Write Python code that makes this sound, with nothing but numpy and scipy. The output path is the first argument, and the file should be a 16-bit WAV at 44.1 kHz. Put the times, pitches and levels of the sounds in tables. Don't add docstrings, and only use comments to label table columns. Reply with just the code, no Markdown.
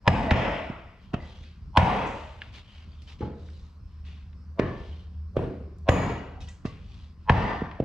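import sys
import numpy as np
from scipy import signal
from scipy.fft import rfft, irfft, next_fast_len
from scipy.io import wavfile
from scipy.ndimage import uniform_filter1d, minimum_filter1d

SR = 44100
rng = np.random.default_rng(int(sys.argv[2]) if len(sys.argv) > 2 else 0)


def gain_from_decibels(decibels):
    exponent = np.asarray(decibels, float) / 20
    return 10 ** exponent


def transcribe(signal):
    frames = np.atleast_2d(signal).T
    limited = np.clip(frames, -1, 1)
    pcm = np.round(limited * 32767).astype(np.int16)
    wavfile.write(sys.argv[1], SR, pcm)


N = 345744

# (time [s], peak [dB], knock pitch [Hz], brightness [0-1], room [dB])
BLOWS = [
    (0.0779, 1, 851, 0.63, -14.5),
    (0.3098, -12, 850, 0.68, -15),
    (1.773, -2, 860, 0.78, -10),
    (5.8886, -4.5, 553, 0.58, -14),
    (7.2965, -4, 930, 0.69, -13),
]
# (time [s], peak [dB], knock pitch [Hz], brightness [0-1], room [dB])
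KNOCKS = [
    (3.206, -23, 326.6, 0.16, -35.5),
    (4.594, -8.5, 412.4, 0.39, -28),
    (5.366, -9, 439, 0.11, -26.5),
    (7.800, -11.5, 479, 0.085, -33),
]


def evened(x):
    return x / np.sqrt(np.mean(x ** 2) + 1e-20)


def read(points, hz):
    f, value = np.transpose(points)
    return np.interp(np.log(hz + 1), np.log(f + 1), value)


def add(mix, s, sound):
    part = mix[:, max(round(s * SR), 0):][:, :sound.shape[-1]]
    part += sound[..., :part.shape[1]]


def wander(shape, size):
    once = uniform_filter1d(rng.standard_normal(shape), size=size)
    return evened(uniform_filter1d(once, size=size))


def lumps(hz, t, bins, frames):
    field = rng.standard_normal((np.size(t), np.size(hz))).T
    return evened(uniform_filter1d(uniform_filter1d(field, bins, 0), frames, 1))


def bump(hz, centre_hz, octaves, db):
    return -db * (np.log2((hz + 1) / centre_hz) / octaves) ** 2


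def noise(size, db_at):
    # (frequency [Hz], likeness [0-1])
    likeness = [(60, 0.94), (180, 0.97), (350, 0.94), (700, 0.73), (1400, 0.6), (2800, 0.63), (5600, 0.65),
                (10000, 1)]
    # (frequency [Hz], level [dB])
    side_lean = [(60, 1), (300, -0.5), (1400, 2.5), (2800, 2), (5600, -4), (8500, -1), (13000, -4)]
    hz = np.fft.rfftfreq(1024, 1 / SR)[:, None]
    t = np.arange(size // 256 + 2) * 256 / SR
    a, b, c, d = rng.standard_normal((len(t), 513, 4)).T
    shared, other = a + 1j * b, c + 1j * d
    same = np.clip(read(likeness, hz), -1, 1)
    lean = gain_from_decibels(read(side_lean, hz) / 2)
    z = np.array([shared * lean, (same * shared + np.sqrt(1 - same ** 2) * other) / lean])
    return signal.istft(z * gain_from_decibels(db_at(hz, t)), nperseg=1024, noverlap=768)[1][:, :size]


def band(size, hz, octaves):
    return evened(noise(size, lambda f, t: np.maximum(bump(f, hz, octaves, 7.8), -90)))


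def dying_band(hz, octaves, db, t60):
    t = np.arange(32768) / SR
    return band(len(t), hz, octaves) * gain_from_decibels(db - 60 * t / t60) * np.minimum(t / 0.004, 1)


def mode(hz, db, t60, rise):
    t = np.arange(SR) / SR
    return gain_from_decibels(db - 60 * t / t60) * np.sin(2 * np.pi * hz * t) * (1 - np.exp(-(t / rise) ** 2))


def tail(colour, db):
    # (frequency [Hz], t60 [s])
    shed = [(50, 0.47), (200, 0.71), (700, 0.78), (2000, 0.76), (5000, 0.75), (10000, 0.61)]

    def decay(hz, t):
        favoured = 2.5 * lumps(hz, t, 2, 40)
        return colour(hz) + favoured - 60 * t / np.clip(read(shed, hz), .1, 2)

    x = noise(SR, decay)
    rise = 1 - np.exp(-(np.arange(SR) / SR / 0.0089) ** 2)
    return gain_from_decibels(db) * x / np.sqrt(np.mean(x[:, :2048] ** 2)) * rise


def hit(mix, s, peak_db, hz, bright, room_db, thump_db, sag, last, echo_db, treble_db=0):
    # (frequency [Hz], density [dB per Hz])
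    sharp = [(18, -37.5), (30, -1), (65, -12), (140, -11), (380, -23), (640, -9.5), (950, -9), (1310, -19),
             (2020, -20), (3200, -27), (4200, -39), (6300, -46), (10000, -70), (15000, -89.5)]
    # (frequency [Hz], density [dB per Hz])
    dull = [(18, -39.5), (30, -10), (90, 3.5), (470, -9), (740, -32.5), (1120, -30.5), (1560, -35.5),
            (3200, -46), (5000, -55.5), (8000, -74.5), (15000, -100)]
    # (frequency [Hz], width [octaves], level [dB])
    held = [(527, .04, 2), (674, 0.043, 3), (757, 0.077, 3), (903, 0.036, 3.5), (1000, 0.025, 3),
            (1170, 0.044, 3), (1545, 0.033, 2.5), (1722, 0.034, 2.5), (1955, .015, 6), (2240, 0.013, 2.5),
            (2450, .04, 2.5), (2880, 0.019, 4)]
    # (frequency [Hz], level [dB], t60 [s])
    boards = [(48.1, -20, 0.7), (86.8, -1, 0.21), (122, -8, 0.28), (181.8, -11.5, 0.36)]
    # (delay [s], level [dB])
    reflections = [(.0045, -14), (.0085, -12), (.0235, -9), (.031, -17), (.046, -15)]
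    bright, t = np.clip(bright, 0, 1), np.arange(2048) / SR

    def colour(f):
        return bright * read(sharp, f) + (1 - bright) * read(dull, f)

    def room_colour(f):
        ridges = sum(db * gain_from_decibels(bump(f, centre, octaves, 6.2)) for centre, octaves, db in held)
        return colour(f) + bright * ridges

    def grit(tilt_db):
        def slope(f, _):
            treble = treble_db * np.log2(np.maximum(f / 4000, 1))
            return colour(f) + tilt_db * np.log2(f / 1000 + 0.019) + treble
        return evened(noise(2048, slope))

    snap = grit(2.0) * gain_from_decibels(-28 + 21 * bright) * np.minimum(t / 0.0006, 1) * np.exp(-t / 0.0074)
    late = t - .0028 - 1.15 / hz
    crunch = grit(2.5) * gain_from_decibels(-16 + 10 * bright) * np.exp(-abs(late) / np.where(late < 0, .002, .006))
    early = np.minimum(late, 0)
    cycles = hz * (early - 120 * bright * early ** 2) + np.log1p(sag * hz * (late - early)) / sag
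    spread = np.where(late < 0, 0.6 / hz + 0.00051 * bright ** 2, last / hz)
    knock = -np.cos(2 * np.pi * cycles) * np.exp(-(late / spread) ** 2) * np.minimum(t / .0004, 1)
    sides = gain_from_decibels([[-1], [1]])
    direct = gain_from_decibels(peak_db - 3.0) * (snap + crunch + knock) * sides
    out = tail(room_colour, room_db)
    add(out, 0, direct)
    add(out, .0068, sum(mode(f, room_db + thump_db + db, t60, 0.0023) for f, db, t60 in boards))
    for delay, db in reflections:
        softened = signal.lfilter([.3], [1, -.7], direct[::rng.choice([-1, 1])])
        add(out, delay, gain_from_decibels(db + echo_db + 2.5 * bright) * softened)
    add(mix, s - .0012 - .55 / hz, out)


def air():
    # (frequency [Hz], density [dB per Hz])
    wash = [(15, -38.5), (30, -9.5), (59, 1), (110, -16.5), (190, -16), (273, -31.5), (600, -43),
            (875, -45.5), (1050, -37.5), (1580, -46.5), (3300, -57.5), (5000, -52), (6300, -62),
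            (10000, -75)]
    awake_db, still_db, sink_db_per_s = 8, 2, 16.5
    hits = np.sort([0] + [row[0] for row in BLOWS + KNOCKS[1:]])

    def colour(hz, t):
        since = t - hits[np.searchsorted(hits, t, "right") - 1]
        raised = np.clip(awake_db - sink_db_per_s * since, still_db, 4)
        return read(wash, hz) + 2.2 * lumps(hz, t, 10, 16) + raised * np.clip(hz / 250 - .4, 0, 1)

    return gain_from_decibels(-49) * evened(noise(N, colour))


def hum():
    # (time [s], level [dB])
    load = [(0.0, -66), (0.15, -33), (0.63, -42), (0.9, -46), (1.7, -44), (2.0, -39), (2.5, -49),
            (2.71, -41), (3.14, -47.5), (3.43, -37), (3.65, -43), (4.4, -36), (4.65, -47.5), (4.82, -35.5),
            (5.92, -35), (6.44, -41.5), (7.0, -45), (7.45, -41)]
    # (frequency [Hz], level [dB])
    shaft = [(76, -8), (183, -23)]
    s, db = np.transpose(load)
    x = rng.standard_normal(N)
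    for _ in range(2):
        x = signal.lfilter(*signal.iirpeak(76, 6.0, SR), x)
    waver_hz = 1.2 * wander(N, 6000)
    tones = sum(gain_from_decibels(tone_db) * np.sin(2 * np.pi * np.cumsum(hz + waver_hz) / SR) for hz, tone_db in shaft)
    return (gain_from_decibels(-10.0) * evened(x) + tones) * gain_from_decibels(np.interp(np.arange(N) / SR, s, db))


def late_swells(mix):
    # (time [s], frequency [Hz], width [octaves], level [dB], t60 [s])
    answers = [(.36, 1097, 0.99, -23, 0.49), (.38, 600, .3, -25.5, 0.65), (1.82, 900, .3, -27, .5),
               (.6, 1270, .3, -41.5, 0.74), (5.9, 1080, .2, -27, .5), (1.74, 780, .15, -24, .5),
               (7.26, 790, .15, -26, .5), (1.76, 62, .5, -24, .7), (7.28, 60, .5, -26, .7),
               (.07, 65, .5, -28, .7), (6.62, 65, .6, -40, .9)]
    swell = np.minimum(np.arange(32768) / SR / .12, 1) ** 2
    for s, *resonance in answers:
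        add(mix, s, dying_band(*resonance) * swell)


def steel_blows(mix):
    thumps = [10.5, 10.3, 10.5, 9.9, 10.5]
    trebles = [0.5, 0.5, 0.5, 0.5, -12]
    for row, thump_db, treble_db in zip(BLOWS, thumps, trebles):
        hit(mix, *row, thump_db, sag=.15, last=.92, echo_db=0, treble_db=treble_db)


def bending_waves(mix):
    # (time [s], length [s], first pitch [Hz], last pitch [Hz], level [dB])
    whistles = [
        (0.0768, .0024, 3410, 1910, -20),
        (.3080, 0.0047, 4620, 1000, -20.5),
        (1.771, .0036, 3980, 1297, -22),
        (5.8873, .0040, 3250, 1296, -29.5),
        (7.295, 0.004, 2504, 1099, -16.5),
    ]
    lowpass = signal.butter(4, 5800, fs=SR, output="sos")
    for s, length, first_hz, last_hz, db in whistles:
        u = np.arange(round(length * SR)) / (length * SR)
        wobble = wander((2, 512), 14)[:, :len(u)]
        turns = np.cumsum(first_hz * (last_hz / first_hz) ** u * (1 + .12 * wobble[0])) / SR
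        level = gain_from_decibels(db + 3.0 * wobble[1] + 3.0 * u)
        whistle = -level * np.sin(2 * np.pi * turns) * signal.windows.tukey(len(u), .4)
        add(mix, s, signal.sosfilt(lowpass, np.pad(whistle, (0, 64))))


def rings_and_rattles(mix):
    # (time [s], frequency [Hz], width
    # [octaves], level [dB], t60 [s])
    ringing = [(.077, 5060, 0.023, -45, 0.45), (.311, 5030, .04, -52, 0.6), (.309, 5310, .012, -52.5, 1),
               (.311, 1960, .02, -36, 0.9), (.078, 684, 0.089, -27, .7), (0.28, 689, .05, -29.5, 0.96),
               (5.89, 684, .05, -29, .7), (7.297, 727, .07, -27, .7), (1.775, 900, .06, -24, .7),
               (1.775, 1500, .02, -35, .7), (7.297, 1800, .02, -30, 0.85), (1.799, 2950, .06, -28, .05),
               (5.893, 7010, .01, -47.5, 0.46), (5.893, 6680, .01, -48, .5),
               (1.139, 2840, 0.21, -39.5, 0.087), (4.593, 2450, .05, -39.5, 0.094),
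               (1.138, 690, .04, -41, 0.19), (1.138, 1300, .12, -34.5, 0.063), (1.2, 1990, .03, -57, 0.45),
               (3.218, 1125, .05, -55, 0.13), (3.218, 1430, 0.078, -54, .15),
               (4.593, 1762, 0.02, -42, 0.43), (4.591, 1924, 0.025, -42, 0.22),
               (4.593, 2800, 0.09, -59, .35), (4.593, 2270, .03, -52.5, 0.67), (4.593, 1290, .03, -50, 0.3),
               (4.593, 1075, .025, -41, 0.42), (4.593, 1160, .025, -43.5, 0.49),
               (4.593, 640, .05, -43.5, 0.59), (5.893, 6800, 0.072, -37.5, 0.51),
               (5.89, 1950, .04, -34.5, .6), (6.407, 2900, .04, -63, 0.38), (6.407, 5670, 0.052, -65, 0.27),
               (6.486, 1600, .03, -68, 0.35), (7.296, 1650, 0.085, -23.5, 0.27),
               (6.649, 1900, .025, -58.5, 0.35), (6.649, 1123, 0.057, -46.5, 0.22),
               (0.078, 7020, 0.34, -53.5, 0.61), (.309, 2240, 0.51, -28.5, 1), (0.311, 6280, 0.45, -60, 1),
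             (1.77, 8400, 0.25, -50, 0.62), (1.775, 820, 0.17, -20.5, 0.57), (7.298, 903, 0.18, -21, 0.61),
             (7.296, 2740, 0.41, -28, 0.053), (2.06, 6340, 0.35, -63, 0.99), (5.366, 656, 0.17, -37, 0.56),
             (5.366, 2580, 0.44, -47, 0.28), (5.38, 8640, .4, -73, 0.4), (5.89, 11400, 0.15, -56, 0.49),
             (5.89, 8580, .15, -55, 0.52), (6.484, 6660, 0.31, -62, 0.37), (6.654, 3540, 0.73, -50, 0.15)]
    for s, *resonance in ringing:
        add(mix, s, dying_band(*resonance))


def pings(mix):
    # (time [s], frequency [Hz], level [dB], t60 [s])
    touches = [(4.5976, 130, -22, 0.041), (5.370, 125, -18, 0.052), (7.8035, 130, -21, 0.056),
               (.0795, 277, -14, 0.058), (5.8923, 270, -16.5, .04), (1.139, 398, -27.5, 0.048),
               (6.652, 400, -31.5, 0.042), (7.619, 420, -23.5, 0.029), (2.4185, 1700, -28.5, 0.011),
               (2.4183, 2900, -32.5, 0.011), (2.918, 4600, -60, .06), (6.406, 3770, -54, .1),
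               (6.41, 2550, -56, .15), (6.412, 6100, -57, .05), (6.485, 1950, -53, 0.14),
               (6.485, 2590, -54, .06), (6.485, 3650, -52, .05), (6.486, 5600, -52, .03),
               (6.488, 6700, -56, .05), (6.6601, 2700, -44, 0.035), (.077, 5090, -30, .03),
               (3.0763, 3120, -51, .03), (4.593, 2200, -32, .02), (4.596, 635, -34, .14),
               (4.596, 1157, -42, .35), (4.596, 1985, -44, .2), (1.140, 1270, -33, .04),
               (1.140, 2620, -38, .04), (1.141, 700, -36, .08), (6.652, 1150, -40, .03),
               (6.652, 650, -38, .04), (5.367, 1150, -30, .015), (1.7722, 12500, -52, .012)]
    for s, hz, db, t60 in touches:
        add(mix, s, mode(hz, db, t60, .0002 + .12 / hz)[:16384])


def handle_modes(mix):
    # (frequency [Hz], level [dB], t60 [s])
    wood = [(512, -13, 0.066), (800, -13, 0.08), (900, -14, .05), (1190, -23, 0.044), (1720, -16, 0.055),
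            (1930, -16, 0.04), (2500, -22.5, 0.037), (2790, -23, 0.048)]
    for s, peak_db, *_ in BLOWS:
        add(mix, s + .001, sum(mode(hz, peak_db + db, t60, 0.00064) for hz, db, t60 in wood))


def clear_tones(mix):
    # (time [s], frequency [Hz], level [dB], t60 [s])
    singing = [(3.215, 842, -45, 0.45), (3.217, 885, -45, 0.27), (4.594, 1762, -46, 0.68),
               (4.594, 1918, -46, .3), (4.594, 1600, -53, .4), (4.594, 2089, -54, .5),
               (4.594, 2422, -49, .2), (4.594, 1160, -47, 0.45), (0.29, 1955, -34.5, .9),
               (1.139, 689, -45, .25), (6.66, 2050, -58, .35), (6.658, 1200, -43, .07),
               (6.656, 2700, -52, .1), (1.139, 1300, -37, 0.058), (1.139, 2650, -44, .06)]
    for s, hz, db, t60 in singing:
        beat_db = 3.5 * wander((2, SR), 900)
        add(mix, s, mode(hz, db, t60, .004) * gain_from_decibels(beat_db))


def soft_thuds(mix):
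    # (time [s], peak [dB], knock pitch [Hz], brightness [0-1], room [dB])
    bumps = [
        (.6975, -25, 262, 0.073, -49),
        (7.618, -19, 300, 0.048, -44.5),
    ]
    for row in bumps:
        hit(mix, *row, thump_db=-0.5, sag=1.1, last=1.85, echo_db=-8.5)


def rubbing_hands(mix):
    # (time [s], length [s], level [dB], centre [Hz], place of the peak [0-1])
    rubs = [(0.975, 0.19, -69.5, 2870, 0.4), (1.198, 0.4, -61, 3060, 0.24), (2.146, 0.51, -57, 2600, 0),
            (2.41, 0.19, -58.5, 2610, 0.07), (2.52, 0.12, -54, 3050, .4), (2.601, 0.33, -61, 2840, 0.4),
            (2.84, 0.28, -69, 3000, 0.41), (3.068, 0.126, -57.5, 3060, 0.22),
            (3.186, 0.17, -63, 3000, 0.15), (3.298, 0.5, -68, 3600, 0.45), (3.829, 0.25, -76.5, 2896, 0.44),
            (4.039, 0.29, -64.5, 2530, 0.21), (4.699, 0.45, -62.5, 2920, 0.37),
            (5.078, .16, -79, 2690, 0.4), (5.458, 0.35, -84.5, 2400, 0.6), (6.403, 0.074, -61, 3200, 0.26),
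            (6.474, .12, -61.5, 2900, 0), (6.682, 0.3, -63.5, 2450, 0.09), (6.795, 0.37, -65.5, 3170, 0.44),
            (7.151, 0.18, -78.5, 2700, 0.5)]

    def scuff(hz, t):
        return bump(hz, 900, 1.6, 3.2) - hz / 500 - 0.5

    for s, length, db, centre_hz, peak in rubs:
        def rub(hz, t):
            body = np.maximum(bump(hz, centre_hz, 1.234, 20.4), -60)
            grain = 4 * gain_from_decibels(bump(hz, 1.07 * centre_hz, 0.13, 8.8))
            return body + grain + 2.5 * lumps(hz, t, 6, 8)

        size = round(length * SR)
        x = noise(size, rub)
        x = (x + noise(size, scuff)) / np.sqrt(uniform_filter1d((x ** 2).mean(0), 4096) + 1e-20)
        slips = gain_from_decibels(1.8 * evened(uniform_filter1d(rng.standard_normal(size), 160)))
        u = np.arange(size) / size
        warped = u ** (np.log(.5) / np.log(np.clip(peak, .05, .95)))
        swell = abs(np.sin(np.pi * warped)) ** 1.2
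        add(mix, s, x * evened(slips) * gain_from_decibels(db) * swell)


def insects(mix):
    # (time [s], length [s], level [dB])
    bursts = [
        (1.012, 0.1, -87),
        (1.604, 0.23, -83),
        (3.77, 0.29, -82.5),
        (4.345, 0.12, -80.5),
        (5.083, .27, -85.5),
        (5.601, 0.19, -86),
        (7.181, 0.2, -87),
    ]
    for s, length, db in bursts:
        size = round(length * SR)
        add(mix, s, band(size, 5280, 0.061) * gain_from_decibels(db) * signal.windows.tukey(size, .3))


def wood_taps(mix):
    # (time [s], peak [dB], knock pitch [Hz], brightness [0-1], room [dB])
    taps = [
        (1.1376, -17.5, 230, 0.55, -42.5),
        (6.650, -19, 235, 0.3, -44.5),
    ]
    for row in taps:
        hit(mix, *row, thump_db=8.5, sag=1, last=1.35, echo_db=-10)


def small_ticks(mix):
    # (time [s], peak [dB], pitch [Hz], room [dB])
    ticks = [(1.437, -45, 2600, -62.5), (2.418, -32, 1860, -61), (3.0194, -45.5, 3400, -69),
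             (3.4864, -49, 1595, -78), (4.0504, -50, 2800, -62.5), (4.3293, -53, 1974, -87),
             (5.784, -58, 4850, -86), (6.4043, -47, 3500, -63), (6.4815, -54, 1846, -77),
             (5.391, -23, 600, -62), (4.592, -26.5, 1300, -62), (4.5925, -31.5, 2300, -62),
             (6.6605, -31, 910, -67), (1.140, -28, 1350, -62), (6.659, -38, 3000, -64),
             (3.225, -38, 820, -70), (7.7124, -33.5, 1750, -58.5)]
    t = np.arange(1024) / SR
    shape = np.exp(-t / 0.005) * np.minimum(t / 0.00061, 1)
    for s, peak_db, hz, room_db in ticks:
        def colour(f, _=0):
            return bump(f, hz, 0.91, 8.8)

        out = tail(colour, room_db)
        add(out, 0, gain_from_decibels(peak_db - 9.0) * evened(noise(1024, colour)) * shape)
        add(mix, s, out)


def floor_knocks(mix):
    for row in KNOCKS:
        hit(mix, *row, thump_db=-2, sag=0.33, last=0.57, echo_db=-3)


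def scene():
    mix = air() + hum()
    for source in (late_swells, steel_blows, bending_waves, rings_and_rattles, pings, handle_modes, clear_tones,
                   soft_thuds, rubbing_hands, insects, wood_taps, small_ticks, floor_knocks):
        source(mix)
    return mix


def top_cut(x):
    return signal.sosfilt(signal.butter(12, 14600, fs=SR, output="sos"), x)


def record(dry):
    power_db = 10 * np.log10(signal.lfilter([.004], [1, -.996], (dry ** 2).mean(0)) + 1e-12)
    fall = np.arange(N) * 660.0 / SR
    over_db = np.maximum(np.maximum.accumulate(power_db + fall) - fall + 31.5, 0)
    late = round(0.0047 * SR)
    duck_db = uniform_filter1d(np.pad(over_db, (late, 0))[:N], 256)
    x = dry / gain_from_decibels(0.61 * duck_db)

    low_band = signal.butter(2, [640, 1150], "band", fs=SR, output="sos")
    high_band = signal.butter(2, [1800, 5200], "band", fs=SR, output="sos")
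    ahead = gain_from_decibels(4.0) * signal.sosfilt(low_band, x) + gain_from_decibels(-10) * signal.sosfilt(high_band, x)
    ahead *= np.clip(-minimum_filter1d(-over_db, 1024) / 16, 0, 1)
    frame = 462
    for k in range(1, 5):
        x = x + gain_from_decibels(-13.5 * k) * np.pad(ahead[:, k * frame:], ((0, 0), (0, k * frame)))

    x = signal.sosfilt(signal.butter(3, 37, "high", fs=SR, output="sos"), x)
    x = np.tanh(x / 1.067) * 1.567 * np.minimum(np.arange(N) / SR / 0.025, 1)

    lag, lag_edge_hz = 1.4, 8500
    left = np.pad(x[0], (0, next_fast_len(N + 4096) - N), "linear_ramp")
    hz = np.fft.rfftfreq(len(left), 1 / SR)
    turn = np.exp(-2j * np.pi * lag * hz / SR / (1 + (hz / lag_edge_hz) ** 4))
    x[0] = irfft(rfft(left) * turn, len(left))[:N]
    return top_cut(x)


dry = scene()
out = record(dry)
transcribe(out)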